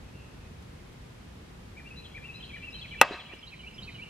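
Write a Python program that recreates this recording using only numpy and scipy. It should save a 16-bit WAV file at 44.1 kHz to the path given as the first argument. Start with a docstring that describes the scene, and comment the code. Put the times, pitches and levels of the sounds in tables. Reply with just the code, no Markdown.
"""Croquet knock among tall trees

A wooden mallet strikes a ball once: damped wood modes under a crack of bright noise, overloading the microphone.
The surroundings throw the knock back as dull clouds of echoes; the ball drops with short thuds and a grass crunch.
Two small birds repeat phrases of bending tones, and one deeper in the wood calls early on.
Below lie faint brushes of noise, a hush of leaves and a distant rumble, both shaped from noise."""
import sys
import numpy as np
from scipy import signal
from scipy.fft import rfft, irfft
from scipy.io import wavfile

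SR = 44100
rng = np.random.default_rng(int(sys.argv[2]) if len(sys.argv) > 2 else 0)


def waveform_to_disk(signal):
    """Save audio, clipped to [-1, 1], as 16-bit WAV at the path in sys.argv[1]."""
    frames = np.transpose(np.atleast_2d(signal))
    scaled = np.clip(frames, -1, 1) * 32767
    samples = np.round(scaled).astype(np.int16)
    wavfile.write(sys.argv[1], SR, samples)


N = 180369
TIME = np.arange(N) / SR


def from_db(db):
    """Decibels to gain."""
    return 10 ** (np.asarray(db) / 20)


def rms_one(x):
    """Scale to rms 1."""
    return x / np.sqrt(np.mean(x ** 2) + 1e-20)


def at_hz(points, hz):
    """Read a spectrum on a log-frequency axis."""
    f, value = np.transpose(points)
    return np.interp(np.log(np.maximum(hz, 1)), np.log(f), value)


def cut(x, hz, kind="low", order=2):
    """Butterworth low- or high-pass."""
    sos = signal.butter(order, min(hz, .45 * SR), kind, fs=SR, output="sos")
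    return signal.sosfilt(sos, x + 1e-18)


def click(s):
    """A unit impulse at time s."""
    return 1. * (np.arange(N) == round(s * SR))


def ring(force, hz, t60):
    """A damped mode: a unit click sets a sine of height 1 ringing, down 60 dB after t60 seconds."""
    decay = from_db(-60 / (t60 * SR))
    w = 2 * np.pi * hz / SR
    return signal.lfilter([0, np.sin(w)], [1, -2 * decay * np.cos(w), decay * decay], force + 1e-18)


# How alike the two microphones hear diffuse noise.
# Each row: frequency in Hz, left-right likeness (1 is identical, below 0 plays as 0).
MIC_LIKENESS = [(60, 0.99), (130, 1), (290, 0.58), (640, -0.4), (1410, -0.09), (3100, -0.02), (6820, -0.09),
                (15000, -0.03)]


def stereo_noise(size):
    """White noise at two close microphones, alike in the bass and less so in the treble."""
    mid, side = rfft(rng.standard_normal((2, size)))
    alike = np.clip(at_hz(MIC_LIKENESS, np.fft.rfftfreq(size, 1 / SR)), 0, 1)
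    shared = np.sqrt((1 + alike) / 2) * mid
    opposed = np.sqrt((1 - alike) / 2) * side * [[1], [-1]]
    return irfft(shared + opposed, size)


def scattered(x, reflectors):
    """Each group of reflectors returns a dull cloud of echoes that swells and dies."""
    response = 0
    for delay, level_db, rise, t60, edge_hz, width in reflectors:
        age = np.maximum(TIME[:SR] - delay, 0)
        shape = (1 - np.exp(-age / rise)) * from_db(-60 * age / t60)
        mid, side = rng.standard_normal((2, SR)) * shape / np.linalg.norm(shape)
        cloud = mid + width * side * [[1], [-1]]
        response = response + from_db(level_db) * cut(cloud, edge_hz)
    return signal.fftconvolve(x[None], response, axes=1)[:, :N]


def placed(pair, pan_db, lead_s):
    """A source to one side is louder and earlier in the nearer microphone (positive is left)."""
    hz = np.fft.rfftfreq(N, 1 / SR)
    side = np.array([[.5], [-.5]])
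    advance = np.exp(2j * np.pi * hz * side * lead_s)
    return irfft(rfft(pair) * from_db(side * pan_db) * advance, N)


# Ringing modes of mallet head and ball.
# Each row: frequency in Hz, relative strength in dB, t60 in seconds.
WOOD_MODES = [(570, -5.5, 0.011), (764, -7, 0.025), (890, -2, 0.012), (1276, -8.5, 0.023),
              (1448, -9, 0.028), (1936, -10, 0.0187), (2027, -16.5, 0.046), (2652, -4, 0.023),
              (3030, -23.5, 0.029), (3350, -9, 0.0057), (4170, -19, 0.036), (5180, -19, 0.015),
              (5970, -17.5, .016), (7300, -16.5, 0.011), (8300, -19.5, 0.016), (9600, -18.5, 0.013),
              (13500, -10.5, .011)]
HIT_S, REBOUND_DELAY_S = 3.0135, .00285
PUSH_DB, PUSH_SOFT_HZ = 0, 5700   # a softer contact has a lower treble edge
REBOUND_DB, REBOUND_SOFT_HZ = -9, 3100


def knock(level_db=2.0, crack_db=-13, crack_t60_s=.028, crack_low_hz=3000, crack_top_hz=8900, radiate_hz=300):
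    """Wood meets ball: a push and its rebound ring the modes briefly under a bright crack."""
    push = from_db(PUSH_DB) * cut(click(HIT_S), PUSH_SOFT_HZ, order=1)
    rebound = from_db(REBOUND_DB) * cut(click(HIT_S + REBOUND_DELAY_S), REBOUND_SOFT_HZ, order=1)
    body = np.zeros(N)
    for k, (hz, db, t60) in enumerate(WOOD_MODES):
        swing = (-1) ** k   # neighbouring modes swing in opposite directions
        body += swing * from_db(db) * ring(rebound - push, hz, t60)
    body = cut(body, radiate_hz, "high")   # a small body radiates little bass
    age = TIME - HIT_S
    crack_fade = (age > 0) * from_db(crack_db - 60 * np.abs(age) / crack_t60_s)
    crack = cut(stereo_noise(N), crack_low_hz, "high") * crack_fade
    crack = cut(crack, crack_top_hz, order=1)
    return from_db(level_db) * (body + crack + knock_echoes(body, push))


# Reflecting surroundings of the lawn.
# Each row: delay in seconds, relative level in dB, rise in seconds, t60 in seconds, treble edge in Hz,
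# stereo width from 0 to 1.
LAWN_REFLECTORS = [(.006, -9, 0.0035, 0.079, 2630, 0.18), (0.024, -19.5, 0.0048, 0.72, 5450, 0.26),
                   (0.034, -25, .0004, 0.011, 1800, 0.1), (0.102, -25, .012, .22, 4500, 0),
                   (.295, -38, 0.0039, 0.16, 1800, 0)]


def knock_echoes(body, push, ring_out_db=-5, thock_db=27, thock_low_hz=450, thock_top_hz=1300):
    """Each direction hears other modes loudest, so in the echoes they blur into one broad thock."""
    thock = cut(cut(push, thock_low_hz, "high"), thock_top_hz, order=1)
    return scattered(from_db(ring_out_db) * body + from_db(thock_db) * thock, LAWN_REFLECTORS)


# The ball drops on the turf and skips on. Each row: time in seconds, relative strength in dB.
LANDINGS = [(3.1096, -26), (3.119, -35), (3.141, -35.5), (3.335, -38.5)]
# Thud of the ball on turf. Each row: frequency in Hz, relative strength in dB, t60 in seconds.
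TURF_MODES = [(282, -18, 0.041), (373, 1.5, 0.031), (587, -12, 0.017)]


def ball(soft_hz=1300, grass_db=4, grass_t60_s=0.067, grass_low_hz=220, grass_top_hz=1000):
    """Soft turf gives a low, short thud, and the blades crunch dully under it."""
    landings = cut(sum(from_db(db) * click(s) for s, db in LANDINGS), soft_hz)
    thuds = sum(from_db(db) * ring(landings, hz, t60) for hz, db, t60 in TURF_MODES)
    crushing = np.zeros(N)
    for s, db in LANDINGS:
        crushing += (TIME > s) * from_db(db - 60 * np.abs(TIME - s) / grass_t60_s)
    blades = cut(cut(crushing * rng.standard_normal(N), grass_low_hz, "high"), grass_top_hz)
    return thuds + from_db(grass_db) * blades


def whistle(notes, waver=0.013, waver_hz=150):
    """Each note is a near-pure tone that bends through three pitches and wavers a little."""
    out = np.zeros(N)
    wobble = 1 + waver * rms_one(cut(rng.standard_normal(N), waver_hz))
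    for s, length, first, middle, last, db in notes:
        on = (TIME >= s) & (TIME < s + length)
        u = (TIME[on] - s) / length   # progress through the note, 0 to 1
        bend = np.polyfit([0, .5, 1], [first, middle, last], 2)
        hz = np.polyval(bend, u) * wobble[on]
        out[on] += from_db(db) * np.sin(np.pi * u) * np.sin(2 * np.pi * np.cumsum(hz) / SR)
    return out


def song(phrases, notes):
    """The same phrase again and again, louder or softer: rows of notes in absolute time."""
    return [(start + s, *shape, level + db) for start, level in phrases for s, *shape, db in notes]


# Trunks and leaves that echo the birdsong.
# Each row: delay in seconds, relative level in dB, rise in seconds, t60 in seconds, treble edge in Hz,
# stereo width from 0 to 1.
WOOD_REFLECTORS = [(.003, -3.5, 0.0012, 0.18, 6100, 0.06), (0.045, -4, 0.0074, 1, 5800, 0)]


def in_the_wood(voice, wet_db, pan_db=0, lead_s=0, leaves_hz=2300):
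    """The leaves throw back a bird's high notes best; voice and echoes sit at one place."""
    echoes = scattered(cut(voice, leaves_hz, "high"), WOOD_REFLECTORS)
    return placed(voice + from_db(wet_db) * echoes, pan_db, lead_s)


# Notes of the whistler's phrase. Each row: start in seconds into the phrase, length in seconds,
# first, middle and last pitch in Hz, level in dB relative to the phrase.
WHISTLER_PHRASE = [(0, 0.0454, 2150, 2392, 2380, -1.5), (0.027, 0.0225, 2326, 1924, 1560, -6),
                   (0.095, 0.045, 2550, 2752, 2766, -2.5), (0.14, 0.036, 2690, 2564, 2635, -1.5),
                   (.194, 0.0574, 3820, 4014, 4077, -6.5), (0.281, 0.031, 3670, 3245, 2880, -3.5)]
# Each row: phrase start in seconds, level in dB.
WHISTLER_STARTS = [(1.76, -43.5), (2.14, -39), (2.527, -38), (2.908, -38), (3.29, -43)]


def whistler(stops_s=3.35):
    """A bird left of centre repeats its whistled phrase, breaking off in the last one."""
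    notes = [note for note in song(WHISTLER_STARTS, WHISTLER_PHRASE) if note[0] < stops_s]
    return in_the_wood(whistle(notes), wet_db=2, pan_db=3, lead_s=65e-6)


# Notes of the warbler's phrase, which opens with a thin peep. Each row: start in seconds into the phrase,
# length in seconds, first, middle and last pitch in Hz, level in dB relative to the phrase.
WARBLER_PHRASE = [(0, .016, 5400, 5180, 5040, -13), (0.041, 0.018, 3523, 3070, 3130, 1),
                  (0.08, 0.0233, 3880, 3976, 4900, -2.5), (0.131, .034, 2660, 2447, 1740, -0.5),
                  (0.203, 0.0286, 3100, 2936, 2700, -2.5), (.243, 0.032, 2367, 2330, 2358, -1.5),
                  (.275, 0.031, 2470, 2770, 2970, 1.5)]
# Each row: phrase start in seconds, level in dB.
WARBLER_STARTS = [(2.357, -47.5), (2.701, -42.5), (3.043, -43), (3.385, -42), (3.738, -40.5)]


def warbler():
    """A bird right of centre repeats a quick run of bending tones."""
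    return in_the_wood(whistle(song(WARBLER_STARTS, WARBLER_PHRASE)), wet_db=1, pan_db=-3, lead_s=-56e-6)


# Calls from deeper in the wood. Each row: start in seconds, middle pitch in Hz, level in dB.
DEEP_WOOD_CALLS = [(0, 2590, -64.5), (0.131, 2763, -61.5), (.17, 2580, -63), (.4, 2545, -63.5),
                   (.74, 2200, -63.5)]


def far_bird(length_s=0.067, arch=.03):
    """A third bird repeats one arched note, both ends below its middle pitch, drenched in echoes."""
    notes = []
    for s, hz, db in DEEP_WOOD_CALLS:
        end_hz = hz * (1 - arch)
        notes.append((s, length_s, end_hz, hz, end_hz, db))
    return in_the_wood(whistle(notes, waver=0.016), wet_db=9)


# Grass and clothing brush faintly.
# Each row: loudest moment in seconds, relative level in dB, swell and fade time in seconds each.
BRUSHES = [(0.627, -60.5, 0.006), (.93, -65, .008), (3.347, -63, 0.036)]


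def rustles(low_hz=1200, top_hz=5000):
    """Brief soft brushes of band-limited noise."""
    touch = sum(from_db(db) * np.exp(-((TIME - s) / length) ** 2) for s, db, length in BRUSHES)
    return touch * rms_one(cut(cut(stereo_noise(N), low_hz, "high"), top_hz, order=1))


# Spectrum of the outdoor air. Each row: frequency in Hz, relative level per Hz in dB.
AIR_SPECTRUM = [(15, -57), (25, -13), (55, 0.5), (193, -5.5), (331, -14.5), (368, -12), (410, -15),
                (482, -13.5), (567, -19), (919, -20.5), (2010, -24.5), (2560, -25.5), (3090, -27),
                (12200, -42.5), (15500, -55)]
# Bass level over time, ducked by the recorder after the knock; only its movement about the mean is heard.
# Each row: time in seconds, level in dB.
BASS_LEVEL = [(0.0, -49), (1.24, -50.5), (2.94, -51), (3.23, -54), (3.53, -54), (3.85, -51), (4.09, -52)]


def air(hush_db=-47, bass_hz=300, bass_db=-1):
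    """A hush of leaves over a far rumble, its bass turned down after the knock as the recorder's gain
    ducks, then partly restored."""
    color = from_db(at_hz(AIR_SPECTRUM, np.fft.rfftfreq(N, 1 / SR)))
    hush = from_db(hush_db) * rms_one(irfft(rfft(stereo_noise(N)) * color, N))
    level = np.interp(TIME, *np.transpose(BASS_LEVEL))
    bass_gain = from_db(bass_db + level - level.mean())
    return hush + (bass_gain - 1) * cut(hush, bass_hz, order=1)   # only the bass moves


def scene(knock_tilt_db=0.4):
    """The lawn with everything on it, the knock raised on the left and lowered on the right."""
    strike = knock() * from_db([[knock_tilt_db], [-knock_tilt_db]])
    birds = whistler() + warbler() + far_bird()
    return strike + ball() + birds + rustles() + air()


def gain_control(x, threshold_db=-4, recovery_db_per_s=5, attack_hz=8):
    """A loud peak turns the gain down a little; it creeps back."""
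    over = np.maximum(20 * np.log10(np.abs(x).max(axis=0) + 1e-9) - threshold_db, 0)
    recovered = recovery_db_per_s * TIME
    held = np.maximum.accumulate(over + recovered) - recovered
    return x * from_db(-cut(held, attack_hz, order=1))


def record(dry, stop_hz=16700):
    """The loudest peaks are flattened, the gain ducks after them, and the top is cut."""
    flattened = dry / (1 + dry ** 6) ** (1 / 6)
    top_cut = signal.cheby2(12, 60, stop_hz, fs=SR, output="sos")   # 60 dB down from stop_hz
    return signal.sosfilt(top_cut, gain_control(flattened))


dry = scene()
out = record(dry)
waveform_to_disk(out)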